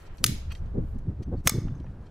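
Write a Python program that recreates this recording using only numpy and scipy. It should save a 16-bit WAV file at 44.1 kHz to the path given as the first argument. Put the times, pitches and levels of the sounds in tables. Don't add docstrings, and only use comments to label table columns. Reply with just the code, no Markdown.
import sys
import numpy as np
from scipy import signal
from scipy.fft import rfft, irfft
from scipy.io import wavfile

SR = 44100
rng = np.random.default_rng(int(sys.argv[2]) if len(sys.argv) > 2 else 0)


def nominal_scale(level):
    x = np.asarray(level, float) / 20
    return 10 ** x


def inscribe(sig):
    pcm = np.round(np.clip(np.atleast_2d(sig).T, -1, 1) * 32767)
    wavfile.write(sys.argv[1], SR, pcm.astype(np.int16))


N = 92610

# t/s, crack level/dB, crack t60/s, wall echo level/dB, yard level/dB
SNAPS = [
    (0.2411, -8.5, 0.018, -13, -16),
    (1.4730, -8, 0.024, -8, -21),
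]
# f/Hz, density/dB
CRACK_SPECTRA = [
    [(530, -56), (900, -34.5), (1250, 1.5), (2120, -5.5), (6330, -5), (8350, -11), (10400, -8),
     (16000, -14)],
    [(250, -13), (550, 1), (900, -16), (1300, -2), (2200, -6.5), (4000, -10), (6400, -4), (16000, -12.5)],
]
# time constant/s, level re crack/dB
TEARS = [
    (.0025, -24),
    (.007, -22),
]
# level/dB, f/Hz
FLICKS = [
    (-4.5, 4800),
    (-16, 3000),
]
# f/Hz, first snap level/dB, second snap level/dB, t60/s
JAW_MODES = [(1240, -34, -19, .022), (2190, -32, -16, .022), (3540, -33, -20, .028), (4235, -25, -32, .014),
             (4620, -24, -35, .014), (5235, -31, -19, .045), (6450, -22, -14, .036), (7640, -31, -22, .02),
             (9450, -31, -30, .015), (10330, -19, -28, .015), (10600, -15, -30, .017),
             (13200, -27, -29, .012)]
BODY_CUT_HZ = [1240, 300]
# f/Hz, density/dB
SENT_SPECTRA = [
    [(530, -56), (900, -29), (1260, -6.5), (1720, -5), (2190, -3.5), (5410, -2.5), (16000, -9)],
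    [(530, -48), (900, -25.5), (1190, -0.5), (2450, -16.5), (6330, -4), (6890, -8), (16000, -13)],
]
WALL_DELAY_S = [.0238, .0230]
WALL_SPREAD_S = [.0025, .0014]
# f/Hz, t60/s
YARD_T60 = [(500, 0.7), (1500, 0.48), (3000, 0.52), (6000, 0.39), (10000, 0.31), (16000, 0.26)]
# t/s, level/dB, centre f/Hz, t60/s, tool ring level/dB
TICKS = [(.182, -55, 4600, 0.044, -29), (0.5207, -51.5, 8800, 0.033, -23),
         (0.5510, -47.5, 3600, 0.024, -28), (0.657, -68, 3600, .04, -33.5), (.948, -68, 5920, 0.012, -34),
         (.986, -63, 7160, 0.037, -36), (1.800, -60, 3370, 0.028, -29.5), (1.842, -43.5, 600, 0.029, -40),
         (1.682, -53.5, 1490, .035, -34), (1.866, -58, 1473, 0.024, -30), (.172, -59, 7860, 0.017, -31),
         (1.671, -48, 700, 0.04, -40)]
# f/Hz, level/dB, t60/s
LOOSE_MODES = [(1410, -2.5, 0.033), (1956, -0.5, 0.016), (2560, -3, .025), (2850, -4.5, 0.016),
               (3188, 1.5, .025), (4250, -4.5, .025), (4610, 0, 0.031), (5800, -2, .025), (6190, -1, 0.058),
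               (7760, -2.5, .03), (9570, -5, .015), (13300, 1, .012)]
# peak t/s, rise/s, level/dB, centre f/Hz, tool ring level/dB
SCUFFS = [(0.017, 0.041, -69, 8300, -31), (0.072, 0.013, -66, 4400, -34), (.20, 0.045, -72, 7300, -35),
          (0.521, 0.0096, -55, 2600, -21), (0.506, 0.0015, -58.5, 2900, -28.5),
          (0.561, 0.038, -66, 4800, -33), (0.903, 0.05, -76, 14000, -40), (1.234, 0.006, -58, 4000, -32.5),
          (1.4, 0.019, -72, 4000, -36), (1.75, 0.0077, -62, 880, -36), (2.068, 0.0074, -70, 3300, -29),
          (1.86, 0.0042, -75, 2700, -30), (1.6, 0.03, -66, 1500, -36), (0.088, 0.14, -64, 1500, -40),
          (0.67, 0.0052, -71.5, 1500, -29), (1.11, .03, -66.5, 620, -41.5)]
# centre t/s, width/s, level/dB, f/Hz
SQUEAKS = [(0.52, 0.0044, -55, 1140), (.557, .005, -60, 2000), (0.59, .003, -69, 5900),
           (.578, .006, -73, 6100), (0.64, 0.0093, -69, 2040), (1.757, 0.0057, -69.5, 6300),
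           (1.778, 0.0058, -71, 6000), (1.845, 0.011, -77.5, 5800), (0.02, 0.0036, -64, 4300),
           (.243, .006, -46, 580), (1.475, 0.0049, -33.5, 540), (1.375, 0.009, -72, 4420),
           (.99, 0.0036, -67, 2300)]
# t/s, level/dB
RUMBLE_LEVEL = [(0.0, -47.5), (0.13, -39.5), (0.16, -46), (0.23, -36), (0.36, -31), (0.4, -38),
                (0.509, -31), (0.57, -42.5), (0.64, -30.5), (1.04, -34.5), (1.12, -33.5), (1.2, -39),
                (1.41, -34.5), (1.44, -43.5), (1.59, -34), (1.62, -48), (1.65, -30), (2.1, -48.5)]
# f/Hz, density/dB
RUMBLE_SPECTRUM = [(8.8, -32.5), (15, 5), (43, -4), (68, -0.5), (210, -20.5), (346, -42.5), (395, -37.5),
                   (500, -56), (650, -80.5), (1100, -120)]
# centre t/s, width/s, level/dB, top f/Hz
BUFFETS = [(0.213, 0.0053, -38, 307), (0.246, 0.012, -36, 560), (.30, 0.037, -29, 256),
           (0.341, 0.0086, -40, 149), (0.658, 0.031, -44, 150), (0.754, 0.0091, -33, 524),
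           (.785, 0.01135, -24, 422), (0.824, 0.017, -29, 288), (0.957, 0.011, -31.5, 239.7),
           (0.999, 0.026, -42, 250), (1.093, 0.025, -28, 309), (1.211, 0.011, -30, 350),
           (1.292, 0.017, -30.5, 300), (1.336, 0.011, -25.5, 556), (1.384, 0.018, -32, 308),
           (1.47, 0.011, -23.5, 343), (1.521, 0.003, -26.5, 297), (1.557, 0.015, -26, 409.7),
           (1.586, 0.0042, -17.5, 340), (1.644, 0.027, -30.5, 314), (1.70, 0.063, -32.5, 254.4),
           (1.808, 0.0042, -31.5, 350), (1.88, .03, -40.5, 233.7), (1.97, 0.06, -41.5, 254.4)]
# f/Hz, level/dB
WIND_SIDE = [(30, -23.5), (110, -20), (200, -16), (380, -4.5), (700, -1), (2000, 1.5)]
# f/Hz, density/dB
AIR_SPECTRUM = [(180, -24), (300, -5), (470, -8.5), (1640, -20.5), (2070, -28), (9390, -46.5), (12500, -49),
                (13300, -61), (16000, -67)]
# from t/s, to t/s, low f/Hz, high f/Hz
MONO = [
    (1.06, 3, 0, 1200),
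    (.85, 3, 1200, 3100),
    (1.3, 1.365, 0, 22050),
    (1.44, 1.508, 0, 22050),
    (1.5, 1.555, 13200, 22050),
]


def curve(points, at_hz):
    hz, value = np.transpose(points)
    return np.interp(np.log(np.maximum(at_hz, 1)), np.log(hz), value)


def unit(x):
    return x / np.sqrt(np.mean(x ** 2) + 1e-20)


def energy(x):
    return np.sum(x ** 2)


def gain_curve(spectrum, size):
    return nominal_scale(curve(spectrum, np.fft.rfftfreq(size, 1 / SR)))


def coloured(spectrum, size):
    white = rng.standard_normal((2, size))
    return unit(irfft(rfft(white) * gain_curve(spectrum, size), size))


def hump(hz):
    return [(hz / 16, -45), (hz / 2, -4.0), (hz, 0), (hz * 2, -7.0), (hz * 8, -42)]


def stereo(mid, side):
    return np.array([mid + side, mid - side])


def drift(rate_hz):
    pole = np.exp(-2 * np.pi * rate_hz / SR)
    white = rng.standard_normal(N + SR)
    return unit(signal.lfilter([1], [1, -2 * pole, pole * pole], white)[SR:])


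def swell(centre_s, width_s, fall=1):
    t = np.arange(N) / SR - centre_s
    return np.exp(-.5 * (t / np.where(t > 0, fall * width_s, width_s)) ** 2)


def ring(x, hz, t60_s):
    r, w = nominal_scale(-60 / (t60_s * SR)), 2 * np.pi * hz / SR
    return signal.lfilter([0, np.sin(w)], [1, -2 * r * np.cos(w), r * r], x + 1e-18)


def add(out, x, s):
    i = max(int(round(s * SR)), 0)
    out[..., i:i + x.shape[-1]] += x[..., :N - i]


def snaps():
    out, t, tail = np.zeros((2, N)), np.arange(SR // 4) / SR, yard()
    lead_s = .04
    for k, (s, db, t60_s, echo_db, yard_db) in enumerate(SNAPS):
        after = t - lead_s
        mid, side = crack(k, after, db, t60_s)
        steel = jaws(k, after)
        body = signal.butter(8, BODY_CUT_HZ[k], "high", fs=SR, output="sos")
        direct = signal.sosfilt(body, mid + steel)
        blow = np.roll(irfft(gain_curve(SENT_SPECTRA[k], len(t)), len(t)), int(lead_s * SR))
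        blow = blow * np.sqrt(energy(mid) / energy(blow))
        sent = signal.sosfilt(body, (blow + 1.6 * steel)[None])
        echo = signal.fftconvolve(wall(k), sent - steel, axes=1)
        decay = signal.fftconvolve(tail, sent, axes=1)
        add(out, stereo(direct, ports(direct) + 0.097 * side), s - lead_s)
        add(out, nominal_scale(echo_db) * echo, s - lead_s)
        add(out, nominal_scale(yard_db) * decay, s - lead_s)
    return out


def crack(k, after, db, t60_s):
    tear_s, tear_db = TEARS[k]
    flick_db, flick_hz = FLICKS[k]
    tear = nominal_scale(tear_db) * np.exp(np.minimum(after, 0) / tear_s)
    shape = np.where(after < 0, tear, nominal_scale(-60 * after / t60_s))
    out = nominal_scale(db) * shape * coloured(CRACK_SPECTRA[k], len(after))
    cycles = flick_hz * after
    out[0] -= nominal_scale(flick_db) * np.sin(2 * np.pi * cycles) * np.exp(-(cycles - 1.3) ** 2)
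    return out


def jaws(k, after):
    strike_s = 0.0021
    burst = (after >= 0) * np.exp(-np.abs(after) / strike_s)
    strikes = rng.standard_normal((len(JAW_MODES), len(after))) * burst
    return sum(nominal_scale(row[1 + k]) * ring(hit / np.sqrt(energy(hit)), row[0], row[3])
               for row, hit in zip(JAW_MODES, strikes))


def ports(x):
    pan, lag, treble = .12, .45, .4
    slope = np.gradient(x)
    return pan * x - lag * slope + treble * np.convolve(slope, [1, -2, 1], "same")


def wall(k):
    t = np.arange(SR // 20) / SR
    spread = np.exp(-.5 * ((t - WALL_DELAY_S[k]) / WALL_SPREAD_S[k]) ** 2)
    mid, side = rng.standard_normal((2, len(t))) * spread
    return stereo(mid, .3 * side + ports(mid)) / np.sqrt(energy(mid))


def yard():
    start_s, side_gain = .028, .95
    t, out = np.arange(SR // 2) / SR, 0
    edges_hz = np.geomspace(400, 19000, num=13)
    for low, high in zip(edges_hz, edges_hz[1:]):
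        band_pass = signal.butter(2, [low, high], "band", fs=SR, output="sos")
        band = signal.sosfilt(band_pass, rng.standard_normal((2, len(t))))
        out = out + band * nominal_scale(-60 * t / curve(YARD_T60, np.sqrt(low * high)))
    onset = 1 - np.exp(-(t / start_s) ** 5)
    out = stereo(out[0], side_gain * out[1]) * onset
    return out / np.sqrt(energy(out) / 2)


def ticks():
    out, t = np.zeros((2, N)), np.arange(SR // 8) / SR
    rise_cycles = 1.0
    for s, db, hz, t60_s, ring_db in TICKS:
        spectrum = hump(hz)[:4] + [(hz * 4, -30), (hz * 16, -70)]
        tap = coloured(spectrum, len(t)) * nominal_scale(db - 60 * t / t60_s)
        mid, side = tap * (1 - np.exp(-(t * hz / rise_cycles) ** 2))
        add(out, stereo(mid + nominal_scale(ring_db) * loose(mid), 0.59 * side), s)
    return out


def loose(x):
    return sum(nominal_scale(db) * ring(x, hz, t60_s) for hz, db, t60_s in LOOSE_MODES)


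def scuffs():
    out = 0
    for s, rise_s, db, hz, ring_db in SCUFFS:
        grain_db = 1.4 * drift(300)
        mid, side = coloured(hump(hz), N) * nominal_scale(db + grain_db) * swell(s, rise_s, fall=.6)
        out = out + stereo(mid + nominal_scale(ring_db) * loose(mid), 0.84 * side)
    return out


def squeaks():
    out, t60_s = 0, .02
    for s, width_s, db, hz in SQUEAKS:
        mid, side = [unit(ring(v, hz, t60_s)) for v in rng.standard_normal((2, N))]
        out = out + nominal_scale(db) * swell(s, width_s) * stereo(mid, .4 * side)
    return out


def wind():
    s, db = np.transpose(RUMBLE_LEVEL)
    level_db = np.interp(np.arange(N) / SR, s, db) - 0.5
    rumble = coloured(RUMBLE_SPECTRUM + [(2000, -110)], N) * nominal_scale(level_db)
    mid, side = rumble + buffets()
    return stereo(mid, irfft(rfft(side) * gain_curve(WIND_SIDE, N), N))


def buffets():
    out, low_hz = 0, 75.6
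    for s, width_s, db, hz in BUFFETS:
        spectrum = [(low_hz / 4, -18), (low_hz, 0), (hz / 2, -3.0), (hz, -13), (hz * 2, -36), (hz * 8, -80)]
        puff = coloured(spectrum, N) * swell(s, width_s)
        rms = np.sqrt(energy(puff[0]) / (np.sqrt(np.pi) * width_s * SR))
        out = out + nominal_scale(db) * puff / rms
    return out


def air():
    level_db, patchy_db, side_db = -57.5, 1.0, -4
    hush = coloured([(100, -18)] + AIR_SPECTRUM, N)
    mid, side = hush * nominal_scale(level_db + patchy_db * drift(7.6))
    return stereo(mid, nominal_scale(side_db) * side)


def scene():
    return snaps() + ticks() + scuffs() + squeaks() + wind() + air()


def band_limit(x):
    return signal.sosfilt(signal.butter(12, 16830, fs=SR, output="sos"), x)


def record(dry):
    cutoff_hz, late_s, late_side_db = 16050, 1.06, -5
    top_cut = signal.cheby2(10, 30, cutoff_hz, fs=SR, output="sos")
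    x = signal.sosfilt(top_cut, np.tanh(dry))
    hz, t, side = signal.stft((x[0] - x[1]) / 2, SR, nperseg=512)
    side = side * np.where(t > late_s, nominal_scale(late_side_db), 1)
    for start, end, low, high in MONO:
        side[np.ix_((hz >= low) & (hz <= high), (t >= start) & (t <= end))] = 0
    side = signal.istft(side, SR, nperseg=512)[1][:N]
    return band_limit(stereo(x.mean(axis=0), side))


dry = scene()
out = record(dry)
inscribe(out)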